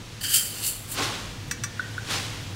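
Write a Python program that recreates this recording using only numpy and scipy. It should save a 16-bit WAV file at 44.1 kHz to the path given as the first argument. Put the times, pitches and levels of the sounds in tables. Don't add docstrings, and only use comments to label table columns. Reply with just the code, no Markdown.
import sys
import numpy as np
from scipy import signal
from scipy.fft import rfft, irfft, next_fast_len
from scipy.io import wavfile
from scipy.ndimage import map_coordinates

SR = 44100
rng = np.random.default_rng(int(sys.argv[2]) if len(sys.argv) > 2 else 0)


def file_out(sig):
    cols = np.atleast_2d(sig).T
    lim = np.clip(cols, -1, 1)
    pcm = np.round(lim * 32767).astype(np.int16)
    wavfile.write(sys.argv[1], SR, pcm)


def rack_gain(trim_db):
    fader = np.asarray(trim_db, float)
    return 10 ** (fader / 20)


N = 112454
T = np.arange(N) / SR


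def unit(x):
    return x / np.sqrt(np.mean(x ** 2) + 1e-20)


def along(points, hz):
    f, v = np.transpose(points)
    return np.interp(np.log(hz + 1), np.log(f + 1), v)


def colour(points):
    return lambda f: rack_gain(along(points, f)) * (f > points[0][0] / 2)


def filtered(x, response):
    m = next_fast_len(len(x) + SR // 4)
    return irfft(rfft(x, m) * response(np.fft.rfftfreq(m, 1 / SR)), m)[:len(x)]


def modes(peaks):
    def response(f):
        total = 0
        for k, (centre, width, db) in enumerate(peaks):
            drag = 1j * f * width
            total = total + (-1) ** k * rack_gain(db) * drag / (centre ** 2 - f ** 2 + drag)
        return total
    return response


def wobble(rate):
    return map_coordinates(rng.standard_normal(int(N * rate / SR) + 4), [T * rate])


def grains(per_s, size_db):
    size = rack_gain(size_db * np.minimum(rng.exponential(size=N), 3))
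    hits = (rng.random(N) < per_s / SR) * rng.standard_normal(N) * size
    late_s = 0.004
    return unit(filtered(hits, lambda f: np.exp(-4j * np.pi * late_s * np.sqrt(1000 * f) * (f > 0))))


def ring(table, t, rise_s, scatter_db):
    total = 0
    for hz, db, t60 in table:
        fade = rack_gain(db + rng.normal(0, scatter_db) - 60 * t / t60)
        total = total + fade * np.sin(2 * np.pi * hz * t)
    return (1 - np.exp(-t / rise_s)) * total


# (frequency [Hz], level [dB per Hz])
RUMBLE = [(20, -15), (45, -6), (66, -13), (85, -9), (105, -3), (128, -4), (170, -10), (330, -17)]
# (frequency [Hz], level [dB])
MOTOR = [(46, -14), (103, 1), (487, -15)]
# (time [s], level [dB])
HUM = [(0.0, -44.5), (0.39, -44.5), (1.16, -42), (1.91, -41), (2.55, -40)]
# (frequency [Hz], level [dB per Hz])
AIR = [(150, -3), (250, -2.5), (700, -6.5), (1500, -8), (3300, -7), (6500, -12), (10000, -21), (15800, -33)]
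# (time [s], level [dB])
DRAFT = [(0.0, -48.5), (0.26, -46), (0.38, -46.5), (.65, -46), (.8, -46.5), (.95, -45.5), (1.57, -46.5),
         (2.33, -43), (2.55, -44.5)]


def kitchen():
    hum = unit(filtered(rng.standard_normal(N), colour(RUMBLE + [(600, -46.5)])))
    for hz, db in MOTOR:
        turns = np.cumsum(hz + 4 * wobble(14)) / SR
        hum += rack_gain(db + 2.2 * wobble(12)) * np.sin(2 * np.pi * turns)
    air = unit(filtered(rng.standard_normal(N), colour(AIR)))
    hum_db = np.interp(T, *np.transpose(HUM)) + 0.9 * wobble(4.6)
    air_db = np.interp(T, *np.transpose(DRAFT)) + 2.5 + 0.81 * wobble(4.94)
    return rack_gain(hum_db) * hum + rack_gain(air_db) * air


# (time [s], level [dB], middle wall tones over the rest [dB], deep tone over the rest [dB])
GUSHES = [
    [(.205, -57, -6, -8), (.212, -36, 2, -3), (.228, -40, -3, -16), (.238, -29.5, 1, -7.5),
     (.275, -34, 1, -10), (.332, -23.5, -3, -14), (.345, -16, -5, -23), (.41, -28, -6, -18.5),
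     (.54, -40.5, -1.5, -24)],
    [(.54, -39.5, -1.5, -15), (.62, -36, -2.5, -11), (.63, -33, -0.5, -35), (.648, -26.5, -3.5, -42),
     (.66, -28, -9, -40), (.669, -23.5, -9, -37), (.7, -28, -10, -43), (.73, -36, -8, -38),
     (.87, -48.5, -10, -35)],
    [(.87, -51, -11, -25), (.885, -42, -11, -25), (.914, -35, -13, -25), (.918, -25, -19, -11),
     (.93, -35, -8, -16), (.945, -36.5, -9, -25), (.97, -50, -12, -27)],
]
# (frequency [Hz], width [Hz], level [dB])
WALL_LOW = [(2290, 36, -13), (2680, 40, -10), (2900, 120, -7), (3030, 90, -2), (3165, 24, 2),
            (4450, 120, -7), (4670, 80, -2), (4800, 70, -5), (5176, 28, -5), (6380, 60, -11)]
# (frequency [Hz], width [Hz], level [dB])
WALL_LOADED = [(2690, 70, -3), (2860, 160, -6), (2990, 90, -2), (3740, 140, -8), (4080, 60, -8),
               (4350, 130, 0), (4560, 200, -2), (4745, 110, -1), (5090, 60, -8), (6160, 110, -7)]
# (frequency [Hz], width [Hz], level [dB])
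WALL_HIGH = [(7265, 40, 2), (7375, 40, 3), (7487, 30, 5), (7870, 60, -2), (8160, 40, -1), (8600, 70, 0),
             (8910, 50, 0), (9470, 80, -2), (9820, 70, -1), (10240, 70, 0), (11745, 50, -4),
             (12924, 40, -4), (14100, 60, -8), (14500, 80, -6)]
# (frequency [Hz], level [dB per Hz])
BODY_LOW = [(900, -40), (1400, -16), (2500, -14), (3080, 0), (3500, -13), (4100, -11), (4650, -1),
            (5400, -12), (6800, -12), (8000, -40)]
# (frequency [Hz], level [dB per Hz])
BODY_HIGH = [(4800, -18), (6800, -7), (7300, 3), (10200, 1.5), (11200, -2), (13500, 0.5), (15000, -4.5),
             (15800, -1)]
# (frequency [Hz], width [Hz], level [dB])
DEEP = [(1560, 380, 0), (1400, 220, -2), (1900, 400, -3)]
# (start [s], end [s])
DEEP_SINK = (0.32, 0.366)


def pour():
    hits = grains(14000, 2.5) * rack_gain(0.29 * wobble(60.4))
    low_ring_db, high_ring_db = 1, -7
    loaded_pitch = 0.95

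    def through(drive, response):
        return filtered(drive * hits, response) / np.std(filtered(hits, response))

    def dense(drive, points):
        return filtered(drive * hits[::-1], colour(points)) / np.std(filtered(hits, colour(points)))

    def deep_empty(f):
        return modes(DEEP[::2])(f) ** 2

    def deep_loaded(f):
        return modes(DEEP[1:])(f) ** 2

    sunk = np.interp(T, DEEP_SINK, [0, 1])
    out = np.zeros(N)
    for k, gush in enumerate(GUSHES):
        s, level_db, low_db, deep_db = np.transpose(gush)
        flow = rack_gain(np.interp(T, s, level_db)) * (T >= s[0]) * (T < s[-1])
        low = flow * rack_gain(np.interp(T, s, low_db) - 4.5)
        deep = flow * rack_gain(np.interp(T, s, deep_db) - 5 * k)
        wall, body = WALL_LOW, BODY_LOW
        if k > 0:
            wall, body = WALL_LOADED, [(hz * loaded_pitch, db) for hz, db in BODY_LOW]
        out += dense(low, body) + rack_gain(low_ring_db) * through(low, modes(wall))
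        out += dense(flow, BODY_HIGH) + rack_gain(high_ring_db) * through(flow, modes(WALL_HIGH))
        out += through(deep * (1 - sunk), deep_empty) + through(deep * sunk, deep_loaded)
    return out


# (time [s], level [dB], frequency [Hz])
TICKS = [(.339, -19, 9000), (.357, -20, 6000), (.37, -15, 8060), (.584, -31, 5000), (.627, -29, 9000),
         (0.646, -25, 4500), (0.665, -18, 7500), (.881, -41, 12000), (.9165, -27, 10000),
         (1.482, -46, 11000),
         (1.797, -52, 7000),
    (2.415, -51, 13000),
    (2.428, -53, 13000),
]


def ticks():
    out = np.zeros(N)
    for s, db, hz in TICKS:
        puff = rng.standard_normal(N) * (T > s) * rack_gain(-60 * np.abs(T - s) / 0.058)
        out += rack_gain(db) * filtered(puff, modes([(hz, 4000, 0)]))
    return out


# (peak time [s], level [dB], rise [s], fall [dB per s], thud level [dB])
HEAPS = [
    (0.99, -27.5, 0.053, 51.5, -34.5),
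    (2.107, -28, 0.051, 56.5, -40.5),
]
# (frequency [Hz], level [dB per Hz])
HEAP = [(200, -8.5), (500, -7.5), (1500, -1), (3500, 2.5), (6000, -2.5), (9000, -8.5), (13000, -19.5),
        (15800, -22)]
# (frequency [Hz], level [dB per Hz])
THUD = [(90, -24), (140, 14), (400, 15), (900, 5), (2000, -17.5)]
# (frequency [Hz], width [Hz], level [dB])
PILE = [(213, 17, -9), (388, 22, 10), (806, 77, 0), (1070, 95, 7), (1480, 330, 0.5)]


def heaps():
    rise_db, hold_s = 17, 0.035
    thud_rise_s, thud_fall = 0.045, 1.4
    pile_db = 2.5
    hiss = grains(16000, 2) * rack_gain(0.6 * wobble(40))
    fizz = unit(filtered(hiss, colour(HEAP)))
    dull = filtered(fizz, lambda f: 1 / (1 + 1j * f / 5000) ** 2)
    bright = fizz - dull
    lumps = grains(4300, 0.59)
    thud = unit(filtered(lumps, colour(THUD))) + rack_gain(pile_db) * unit(filtered(lumps, modes(PILE)))
    out = np.zeros(N)
    for s, db, rise, fall, thud_db in HEAPS:
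        before = np.clip(s - T, 0, None)
        after = np.clip(T - s - hold_s, 0, None)

        def shape(up, down):
            return rack_gain(-rise_db * before / up - down * after)

        out += rack_gain(db) * (shape(rise, fall) * dull + shape(rise, 1.3 * fall) * bright)
        out += rack_gain(thud_db) * shape(thud_rise_s, thud_fall * fall) * thud
    return out


# (time [s], peak level [dB], small cup level [dB], crack level [dB])
CLINKS = [
    (1.5115, -14.5, 3, 4),
    (1.6366, -15, 5.5, -1),
]
# (time [s], level [dB])
KNOCKS = [
    (1.795, -5.5),
    (1.9798, -11),
]
# (frequency [Hz], level [dB], time to fall 60 dB [s])
CUPS = [(2305, -20, .2), (2627, -14, .09), (5626, -16, .12), (5825, -6, .09), (6040, -8, .06),
        (6293, -19, .14), (6433, -19, .1), (6810, -15, .08), (7700, -10, .06), (8240, -12, .04),
        (9300, -27, .11), (11570, -27, .11), (13930, -28, .1), (15680, -30, .08)]
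# (frequency [Hz], level [dB], time to fall 60 dB [s])
HOLLOW = [(1160, -20.5, 0.093), (1427, -9, 0.035), (1660, -5.5, 0.03), (1790, -28, 0.37),
          (1950, -17.5, 0.1), (3500, -22, 0.08), (3620, -17, .03), (4100, -23, 0.08), (4770, -19, 0.08),
          (5000, -15, .03), (5960, -8, 0.035), (8560, -15, 0.05), (8780, -20, .06)]
# (frequency [Hz], level [dB per Hz])
CRACK = [(800, -22), (1600, 2), (2800, -10), (5000, -6), (5600, -7), (5950, 6), (6500, -8), (15500, -17)]
# (frequency [Hz], level [dB], time to fall 60 dB [s])
CAVITY = [(1480, 0, .023), (1390, -18, .04), (1620, -20, .04), (1860, -38, .4), (3720, -28, .04),
          (4110, -39, .15)]
# (resonances (frequency [Hz], width [Hz], level [dB]), level [dB], time to fall 60 dB [s])
AFTERGLOW = ([(1547, 82, 1), (1895, 130, -1)], -34.5, 0.55)


def cups():
    out, t = np.zeros(N + SR), np.arange(SR // 2) / SR
    for s, db, hollow_db, crack_db in CLINKS:
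        crack = unit(filtered(rng.standard_normal(len(t)), colour(CRACK)))
        crack = rack_gain(-8 + crack_db - 60 * t / 0.042) * crack
        large = ring(CUPS, t, 0.00031, 0.63)
        small = rack_gain(hollow_db) * ring(HOLLOW, t, 0.001, 2.2)
        out[round(s * SR):][:len(t)] += rack_gain(db - 5) * (large + small + crack)
    for s, db in KNOCKS:
        out[round(s * SR):][:len(t)] += rack_gain(db) * ring(CAVITY, t, 0.003, 0.53)
    resonances, glow_db, glow_t60 = AFTERGLOW
    murmur = unit(filtered(rng.standard_normal(N), lambda f: modes(resonances)(f) ** 2))
    glow = np.zeros(N)
    for row in CLINKS + KNOCKS:
        s, db = row[:2]
        glow += rack_gain(db + glow_db - 60 * np.abs(T - s) / glow_t60) * (T > s)
    return out[:N] + glow * murmur


# (frequency [Hz], time to fall 60 dB [s])
ROOM = [(500, 1), (3000, 0.99), (12000, 0.1)]


def room(x):
    hz, t, z = signal.stft(rng.standard_normal(SR // 2), SR, nperseg=256)
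    fade = rack_gain(-60 * t / along(ROOM, hz)[:, None])
    tail = signal.istft(z * fade, SR, nperseg=256)[1]
    delayed = np.pad(x, (400, 0))
    return signal.fftconvolve(delayed, tail / np.linalg.norm(tail))[:N]


def scene():
    struck = cups()
    room_db = -17
    mono = kitchen() + pour() + ticks() + heaps() + struck + rack_gain(room_db) * room(struck)
    return np.array([mono, mono])


# (time [s], low edge [Hz], high edge [Hz], level [dB])
FILLS = [
    (2.17, 4500, 7800, -37),
    (2.475, 4100, 5400, -53),
    (1.313, 7000, 9000, -54),
]


def fills():
    out = np.zeros(N)
    for s, lo, hi, db in FILLS:
        swell = np.cos(np.clip((T - s) / 0.02, -1, 1) * np.pi / 2) ** 2
        hiss = unit(filtered(rng.standard_normal(N), lambda f: (f > lo) & (f < hi)))
        out += rack_gain(db) * swell * hiss
    return out


def band_limit(x):
    return signal.sosfilt(signal.butter(12, 16660, fs=SR, output="sos"), x)


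def record(dry):
    top_hz, edge_hz = 15780, 25
    mono = filtered(dry[0], lambda f: (1 - np.tanh((f - top_hz) / edge_hz)) / 2)
    side = fills()
    return band_limit(np.array([mono + side, mono - side]))


dry = scene()
out = record(dry)
file_out(out)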